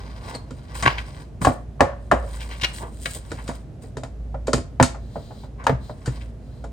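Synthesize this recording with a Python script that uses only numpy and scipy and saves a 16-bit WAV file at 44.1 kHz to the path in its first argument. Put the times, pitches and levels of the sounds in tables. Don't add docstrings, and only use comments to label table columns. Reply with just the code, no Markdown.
import sys
import numpy as np
from scipy import signal
from scipy.fft import rfft, irfft, next_fast_len
from scipy.io import wavfile
from scipy.ndimage import map_coordinates

SR = 44100
rng = np.random.default_rng(int(sys.argv[2]) if len(sys.argv) > 2 else 0)


def wav_out(sig):
    wavfile.write(sys.argv[1], SR, np.round(np.clip(np.atleast_2d(sig).T, -1, 1) * 32767).astype(np.int16))


N = 296352
T = np.arange(16384) / SR

# frequency in Hz, relative level in dB per Hz.
ROOM_RUMBLE = [(28, -26), (42, -9), (75, -8), (135, -8), (175, -17), (240, -16), (330, -24), (650, -27),
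               (950, -39), (3000, -51), (9000, -58), (16000, -74)]
RUMBLE_DB = -39
# frequency in Hz, likeness (1 = the same).
LEFT_RIGHT_LIKENESS = [(60, .97), (250, .85), (1000, .5), (4000, .3)]
# frequency in Hz, level in dB, most it wavers in dB.
HUM = [(56.017, -38.5, 7)]

DESK_MODES = [(60.87, -15, 0.3984), (89.21, -2, 0.12), (125.87, 7.5, 0.11108), (179.04, 5, 0.0301)]
BED_MODES = [(253, 10, .14), (325, 0, .07), (443, -1, .12), (541, 0, .16), (612, -3, .15), (676, 0, .17),
             (785, -4, .09), (835, -3, .09), (1050, -2, .07)]
RAIL_MODES = [(1720, 5, .1), (2255, 1, .2), (2850, -3, .11), (3700, -1, .1), (4330, -2, .11),
              (6850, 1, .06), (8180, -4, .05)]
SHEET_MODES = [(780, -1, .04), (965, 0, .04), (1130, -1, .04), (1668, -4, .08), (1990, -3, .03),
               (2250, -4, .07), (2460, -2, .04), (2870, -1, .06)]
STEEL_MODES = [(4230, -5, .12), (4480, 3, .03), (8457, -7, .06)]
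BED_UNDER_STACK_MODES = [(522, -2, .34), (565, -1, .42), (620, -2, .38), (711, -1, .32), (845, -5, .25),
                         (1114, -8, .3), (1200, -8, .3), (1766, -12, .32), (1900, -13, .28)]

CLACK_COLOUR = [(500, -10), (1000, 2), (1400, 0), (1850, -4), (2400, -11), (5000, -22), (9000, -32),
                (11000, -39)]
TICK_COLOUR = [(1500, -22), (2300, -5), (3200, -2), (5200, 0), (5900, -4), (7000, 2), (9000, -2),
               (10500, -18), (16000, -30)]
RUB_COLOUR = [(150, -22.5), (450, -2.5), (900, 0), (1600, -7.5), (3000, -15), (5000, -15), (10000, -38.5)]
HISS_COLOUR = [(1500, -10.5), (3500, 1.5), (6000, -3), (8800, 10.5), (10500, -10.5), (16000, -7)]
CREASE_COLOUR = [(300, -16.5), (900, 1.5), (1600, 5), (2700, -2), (4500, 1.5), (9000, -20.5), (15000, -34)]
GLIDE_COLOUR = [(1200, -4.5), (2400, -15), (4150, 0), (5800, -13.5), (8800, -10.5), (10200, -27.5),
                (15500, -19.5)]
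# multiple of that pitch or centre, relative level in dB per Hz.
KNOCK_COLOUR = [(.15, -20), (.45, -5), (1, 0), (1.7, -4), (2.7, -16), (6, -42), (16, -72)]
FLAP_COLOUR = [(.1, -22), (.4, -10), (.8, -1), (1.3, 0), (2.1, -7), (3.5, -22), (8, -41), (16, -60)]
SWISH_COLOUR = [(.15, -8.5), (.5, -4.5), (1, 1.5), (1.45, -7.5), (2.1, -18.5), (4, -29), (12, -50.5)]

# start in seconds, knock level in dB, pitch in Hz, tick level in dB.
TOUCHES = [(0.349, -31.5, 445.7, -44), (0.507, -33.5, 307.6, -46), (1.416, -20.5, 148.7, -48.5),
           (1.449, -20, 328.7, -35.5), (2.238, -33.5, 416.9, -60), (3.06, -33, 485.9, -65),
           (3.316, -26, 318.8, -39), (3.838, -37, 380, -62), (3.969, -27, 392.9, -42),
           (4.034, -29, 605.5, -43), (4.343, -28.5, 645.2, -70.5), (4.579, -24, 320.8, -46.5),
           (4.945, -33.5, 744.1, -57.5), (5.157, -25.5, 571.4, -68), (5.307, -35, 620, -75),
           (5.435, -37, 726.9, -66), (5.895, -29.5, 568.4, -64), (5.639, -36.5, 911.2, -43.5),
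           (6.0755, -36.5, 1457, -46.5), (6.64, -31, 520, -50)]
PING_S, PING_DB = .349, -35

# peak in seconds, level in dB, centre in Hz, rise in seconds.
SWISHES = [(.3, -38, 897.3, 0.0754), (2.836, -30.5, 869.6, 0.028), (3.164, -37, 623.7, .012)]
# start in seconds, end in seconds, level in dB.
GLIDES = [(4.97, 5.488, -55), (5.783, 5.948, -53.5), (6.38, 6.671, -63.5)]
# time of full speed in seconds, hold in seconds,
# seconds to rise by 60 dB, dull rub level in dB, bright hiss level in dB.
PUSHES = [(0.0, 0.3655, .1, -47, -65), (0.283, 0.0648, 0.6891, -41, -52.5),
          (0.751, 0.0809, 0.0429, -43, -42.5), (0.899, 0.07143, 0.8152, -34.5, -62.5),
          (1.019, 0.19866, 2.7933, -49, -59), (1.417, .035, .018, -38, -34),
          (2.337, 0.1118, 0.8754, -48.5, -51), (2.489, 0.2391, 0.0008, -44.5, -53),
          (2.739, 0.04771, 0.0394, -51, -39.5), (3.071, 0.08863, .5, -57.5, -41.5),
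          (3.339, 0.21921, 1.5281, -50, -54), (3.822, .015, .03, -60, -54),
          (6.088, 0.13845, 0.6691, -50, -57.5)]
PUSH_T60_S = 0.24966
# peak in seconds, level in dB, centre in Hz, rise in seconds.
FLAPS = [(0.757, -36, 1050, .006), (0.836, -25, 1150, .006), (0.86, -16, 1200, .0045),
         (0.877, -12.5, 1350, .0045), (0.904, -28, 1450, .004), (0.987, -28.5, 1650, .006),
         (1.421, -29, 750, .005), (2.415, -41, 2200, .016), (2.525, -40, 2100, .018),
         (2.616, -31, 2800, .003), (2.641, -20, 2400, .007), (2.642, -31, 800, .007),
         (3.059, -25, 1900, .0022), (3.39, -40, 1100, .012), (3.503, -37, 790, .009),
         (5.61, -42, 900, .018), (6.215, -46, 2000, .007)]
FLAP_T60_S, FLAP_T60_PER_RISE = 0.028395, 5.335
FLAP_HOLD = 0.677

# start in seconds, tick level in dB,
# lag of the load in seconds, its knock level in dB, its pitch in Hz, its thump level in dB.
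CLICKS = [(0.8246, -27.5, 0.006955, -53.5, 298.3, -23), (3.477, -34.5, .012, -24, 277.9, -37.5),
          (4.47, -33.5, 0.011, -17, 371.2, -52), (4.5315, -21.5, 0.004, -14, 333.4, -22),
          (4.8262, -17, 0.00093, -20, 247, -47.5), (6.058, -34.5, .017, -24.5, 281.7, -21.5)]
# start in seconds, knock level in dB, desk thump level in dB,
# clack level in dB, lead of the first corner in seconds, corner knock level in dB, corner pitch in Hz,
# corner tick level in dB, corner squash in seconds, shiver of the sheets in dB, ring of the bed in dB.
STACK_TAPS = [(1.47, -8.5, -17, -29, .022, -17, 1000, -28, .006, -44, -33),
              (1.8059, -7.5, -22, -15, .011, -22, 930, -61, .07, -30, -23.5),
              (2.1205, -9, -27, -28, .0065, -10.5, 1050, -35, .002, -33, -28.5)]
EDGE_HZ, WEIGHT_HZ = 570, 235
WEIGHT_LAG_S, WEIGHT_DB = 0.0105, -17
# start in seconds,
# knock level in dB, pitch in Hz, desk thump level in dB, clack level in dB, tick level in dB.
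RAIL_STOPS = [(4.799, -7.5, 610, -26, -18, -52), (4.8105, -12, 135, -20, -28, -43),
              (5.667, -14, 800, -38, -15, -38), (5.6945, -14.5, 410, -23, -24, -55),
              (5.724, -26, 140, -20, -52, -70)]

# frequency in Hz, seconds to fade by 60 dB.
ROOM_T60 = [(100, 0.3555), (600, 0.28383), (2000, 0.3311), (6000, 0.2995), (14000, 0.11)]
DIRECT_DB = -1.2759
# frequency in Hz, left minus right in dB.
PORT_BALANCE = [(60, -.7), (200, -2.5), (400, -2.5), (700, -1), (1290, 2), (2380, 6), (4400, 5), (8100, 1),
                (15000, 0)]
# frequency in Hz, lead in radians (before the low notes are brought together).
PAPER_LEAD = [(550, -0.1379), (900, -1.4293), (1400, -2.5), (2500, 0.944), (4400, 1.2622), (8100, 1.0293)]
TRIMMER_LEAD = [(300, -0.06), (700, 0.298), (1400, 1), (2800, 0.63), (4400, -0.19), (8100, 1)]
BOTTOM_HZ, TOP_HZ = 39.38, 16400


def amp(db):
    return 10 ** (np.asarray(db) / 20)


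def unit(x, seconds=None):
    head = x if seconds is None else x[:int(seconds * SR)]
    return x / np.sqrt(np.mean(head ** 2) + 1e-20)


def along(points, hz):
    point_hz, values = np.transpose(points)
    return np.interp(np.log(hz + 1e-6), np.log(point_hz), values)


def wobble(rate, size=N):
    points = rng.standard_normal(int(size * rate / SR) + 4)
    return map_coordinates(points, [np.arange(size) * rate / SR])


def filtered(x, response):
    size = next_fast_len(N + 8192)
    gains = response(np.fft.rfftfreq(size, 1 / SR))
    return irfft(rfft(x, size) * gains, size)[..., :N]


def coloured(x, colour, scale_hz=1):
    n = len(x)
    hz = np.fft.rfftfreq(n, 1 / SR)
    cepstrum = irfft(np.log(amp(along(colour, hz / scale_hz))))
    cepstrum[1:n // 2] *= 2
    cepstrum[n // 2 + 1:] = 0
    return irfft(rfft(x) * np.exp(rfft(cepstrum)))


def noise_of_colour(x, colour):
    return unit(filtered(x, lambda hz: amp(along(colour, hz))))


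def fade(t60):
    return np.exp(-np.log(1000) * T / t60)


def ring(modes, gains, stretch=1):
    return sum(gain * amp(db) * fade(t60) * np.sin(2 * np.pi * hz * stretch * T)
               for (hz, db, t60), gain in zip(modes, gains))


def burst(t60, rattle_db, rattle_t60, onset_t60):
    level = fade(t60) + amp(rattle_db) * fade(rattle_t60)
    return rng.standard_normal(len(T)) * level * (1 - fade(onset_t60))


def fibres(size, rate, share):
    catches = (rng.random(size) < rate / SR) * rng.standard_normal(size)
    return rng.standard_normal(size) + share * unit(catches)


def add(track, s, sound):
    start = max(round(s * SR), 0)
    track[start:start + len(sound)] += sound[:N - start]


def background():
    def turn(hz):
        return np.arccos(np.clip(along(LEFT_RIGHT_LIKENESS, hz), -1, 1)) / 2

    def split(hz):
        return amp(along(ROOM_RUMBLE, hz)) * [np.cos(turn(hz)), np.sin(turn(hz))]

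    mid, side = filtered(rng.standard_normal((2, N)), split)
    rumble = amp(RUMBLE_DB) * unit(np.array([mid + side, mid - side]))
    t = np.arange(N) / SR
    hum = np.zeros(N)
    for hz, db, waver_db in HUM:
        level = np.sqrt(2) * amp(db + waver_db * np.tanh(wobble(3.4)))
        drift = hz / 110 * wobble(6)
        hum += level * np.sin(2 * np.pi * hz * t + drift)
    return (rumble + hum) * amp([[-.5], [.5]])


def knock(db, hz, thump_db, clack_db, tick_db, bed_db=-4, dense_db=-5, rail_db=-14, cycles=11,
          octaves=0.9331, sag=0.36598, sag_s=0.0029923):
    attack = .012
    desk_gains = amp(rng.normal(0, 6.63, len(DESK_MODES)))
    desk = unit(ring(DESK_MODES, desk_gains) * (1 - fade(0.023)), 2 * attack)
    swing = hz * (T + sag * sag_s * (1 - np.exp(-T / sag_s)))
    spot = unit(fade(cycles / hz) * (1 - fade(2 / hz)) ** 2 * np.sin(2 * np.pi * swing), attack)
    bed_hz = np.transpose(BED_MODES)[0]
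    nearness = np.exp(-.5 * (np.log2(bed_hz / hz) / octaves) ** 2)
    bed_gains = nearness * amp(rng.normal(0, 4, len(BED_MODES)))
    bed = unit(ring(BED_MODES, bed_gains) * (1 - fade(0.0022765)) ** 2, attack)
    dense = unit(coloured(burst(.035, -8, .15, onset_t60=.015), KNOCK_COLOUR, hz), attack)
    body = unit(spot + amp(bed_db) * bed + amp(dense_db) * dense, attack)
    crack = unit(coloured(burst(.012, -12, 0.09, onset_t60=0.0056), CLACK_COLOUR), attack)
    rail_gains = amp(rng.normal(0, 2.5, len(RAIL_MODES)))
    rail = unit(ring(RAIL_MODES, rail_gains, stretch=rng.normal(1, .03)), attack)
    snap = unit(burst(0.009, -24, 0.19, onset_t60=.012), attack) + amp(rail_db) * rail
    tick = unit(coloured(snap, TICK_COLOUR), attack)
    blow = amp(thump_db) * desk + amp(db) * body + amp(clack_db) * crack + amp(tick_db) * tick
    press = 1 - fade(.001 * amp(-.7 * max(db, tick_db)))
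    return press * blow


def touches():
    out = np.zeros(N)
    for s, db, hz, tick_db in TOUCHES:
        clack_db = (db + tick_db) / 2 - 1.0
        add(out, s, knock(db, hz, thump_db=db - 7.5, clack_db=clack_db, tick_db=tick_db))
    return out


def ping():
    out = np.zeros(N)
    tones = ring(STEEL_MODES, np.ones(len(STEEL_MODES))) * (1 - fade(.006))
    add(out, PING_S, amp(PING_DB) * unit(tones, .007))
    return out


def swishes():
    out = np.zeros(N)
    for s, db, hz, rise in SWISHES:
        swell = np.exp(-np.abs(T - 2 * rise) / rise) * (1 - fade(4 * rise))
        air = unit(coloured(rng.standard_normal(len(T)), SWISH_COLOUR, hz))
        add(out, s - 2 * rise, amp(db) * swell * air)
    return out


def glides(rise_share=0.3908, stop_s=0.041, waver_db=1):
    t = np.arange(N) / SR
    speed = np.zeros(N)
    for start, end, db in GLIDES:
        gather = (t - start) / (rise_share * (end - start))
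        stop = (end - t) / stop_s
        speed += amp(db) * np.clip(np.minimum(gather, stop), 0, 1)
    hiss = noise_of_colour(rng.standard_normal(N), GLIDE_COLOUR)
    return speed * hiss * amp(waver_db * wobble(20))


def slides(catch_db=2.5, crease_db=-4):
    t = np.arange(N) / SR
    rub_level, hiss_level = np.zeros(N), np.zeros(N)
    for s, hold, rise, rub_db, hiss_db in PUSHES:
        before = np.maximum(s - t, 0) / rise
        after = np.maximum(t - s - hold, 0) / PUSH_T60_S
        speed = np.exp(-np.log(1000) * (before + after))
        rub_level = np.maximum(rub_level, speed * amp(rub_db))
        hiss_level = np.maximum(hiss_level, speed * amp(hiss_db))
    rub = rub_level * noise_of_colour(fibres(N, rate=300, share=.85), RUB_COLOUR)
    hiss = hiss_level * noise_of_colour(fibres(N, rate=300, share=.85), HISS_COLOUR)
    grip = amp(catch_db * wobble(45))
    snaps = (rng.random(N) < 200 / SR) * rng.standard_normal(N)
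    crumple = signal.fftconvolve(snaps, fade(.005))[:N] * rng.standard_normal(N)
    crease_level = amp(crease_db) * np.sqrt(rub_level * hiss_level)
    return (rub + hiss) * grip + crease_level * noise_of_colour(crumple, CREASE_COLOUR)


def flap(db, hz, rise, t60, push_db, sheet_db=-2, hard_db=-15, octaves=0.36555):
    t, hold = T - 2 * rise, FLAP_HOLD * rise
    growth = 2 * np.minimum(t + hold, 0) / rise
    decay = np.log(1000) * np.maximum(t - hold, 0) / t60
    swell = (1 - fade(2 * rise)) * np.exp(growth - decay)
    friction = unit(fibres(len(T), rate=1200, share=1.0) * amp(2 * wobble(380, size=len(T))))
    slap = unit(coloured(friction, FLAP_COLOUR, hz)) * swell
    sheet_hz = np.transpose(SHEET_MODES)[0]
    nearness = np.exp(-.5 * (np.log2(sheet_hz / hz) / octaves) ** 2)
    modes = ring(SHEET_MODES, nearness, stretch=rng.normal(1, .02))
    driven = signal.fftconvolve(friction * swell, modes / np.linalg.norm(modes))[:len(T)]
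    sheet = driven * nearness.max()
    desk = unit(ring(DESK_MODES, np.ones(len(DESK_MODES))) * (1 - fade(2 * rise)), .03)
    push = desk * min(1, (1000 / hz) ** 2)
    hardness = min(1, amp((db - hard_db) / 2))
    return amp(db) * (slap + amp(sheet_db) * hardness * sheet + amp(push_db) * push)


def flaps():
    out = np.zeros(N)
    for s, db, hz, rise in FLAPS:
        t60 = FLAP_T60_S + FLAP_T60_PER_RISE * rise
        add(out, s - 2 * rise, flap(db, hz, rise, t60, push_db=-3.5))
    return out


def clicks():
    out = np.zeros(N)
    for s, tick_db, lag, db, hz, thump_db in CLICKS:
        snap = knock(tick_db - 3, hz=1150, thump_db=tick_db - 18, clack_db=tick_db - 1, tick_db=tick_db)
        load = knock(db, hz, thump_db=thump_db, clack_db=db - 14.5, tick_db=db - 29.0)
        add(out, s, snap)
        add(out, s + lag, load)
    return out


def stack_taps():
    out = np.zeros(N)
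    for (s, db, thump_db, clack_db, lead, corner_db, corner_hz, tick_db, squash, shiver_db,
         ring_db) in STACK_TAPS:
        corner = knock(corner_db, corner_hz, thump_db=corner_db - 21, clack_db=tick_db + 10.5,
                       tick_db=tick_db)
        add(out, s - lead, corner * (1 - fade(squash)))
        edge = knock(db, EDGE_HZ, thump_db=thump_db, clack_db=clack_db, tick_db=clack_db - 17,
                     bed_db=-6, dense_db=-1, cycles=7)
        add(out, s, edge)
        weight = knock(WEIGHT_DB, WEIGHT_HZ, thump_db=-23, clack_db=-50, tick_db=-55)
        add(out, s + WEIGHT_LAG_S, weight)
        add(out, s, flap(shiver_db, hz=720, rise=.008, t60=.4, push_db=0))
        unsteady = [amp(4 * wobble(45, size=len(T))) for mode in BED_UNDER_STACK_MODES]
        bed = unit(ring(BED_UNDER_STACK_MODES, unsteady) * (1 - fade(.03)), .05)
        add(out, s, amp(ring_db) * bed)
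    return out


def rail_stops():
    out = np.zeros(N)
    for s, db, hz, thump_db, clack_db, tick_db in RAIL_STOPS:
        add(out, s, knock(db, hz, thump_db, clack_db, tick_db, cycles=7))
    return out


def room(x, near_db=-6.5, tail_db=-15, near_t60=0.023856):
    hz, t, grid = signal.stft(rng.standard_normal((2, SR // 2)), SR, nperseg=256)
    fading = np.exp(-np.log(1000) * t / along(ROOM_T60, hz)[:, None])
    tail = signal.istft(grid * fading, SR, nperseg=256)[1]
    near = rng.standard_normal((2, len(T))) * fade(near_t60)
    x = signal.lfilter(*signal.butter(1, 300, "high", fs=SR), x)

    def answer(echo, delay_s):
        delayed = np.pad(x, (int(delay_s * SR), 0))[None]
        return signal.fftconvolve(delayed, echo / np.linalg.norm(echo[0]), axes=1)[:, :N]

    return amp(near_db) * answer(near, .001) + amp(tail_db) * answer(tail, .008)


def ports(x, lead):
    def left_and_right(hz):
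        apart = hz ** 2 / (hz ** 2 + 300 ** 2)
        half = amp(along(PORT_BALANCE, hz) / 2) * np.exp(.5j * along(lead, hz) * apart)
        return np.array([half, 1 / half])

    return filtered(x, left_and_right)


def scene():
    paper = flaps() + swishes() + slides() + glides()
    rail = rail_stops() + clicks() + touches() + ping()
    places = [(paper, PAPER_LEAD), (stack_taps(), TRIMMER_LEAD), (rail, TRIMMER_LEAD)]
    heard = sum(amp(DIRECT_DB) * ports(sound, lead) + room(sound) for sound, lead in places)
    return heard + background()


def record(dry):
    lean = signal.sosfilt(signal.butter(5, BOTTOM_HZ, "high", fs=SR, output="sos"), dry)
    rounded = lean / (1 + np.abs(lean) ** 6) ** (1 / 6)
    return filtered(rounded, lambda hz: hz < TOP_HZ)


dry = scene()
out = record(dry)
wav_out(out)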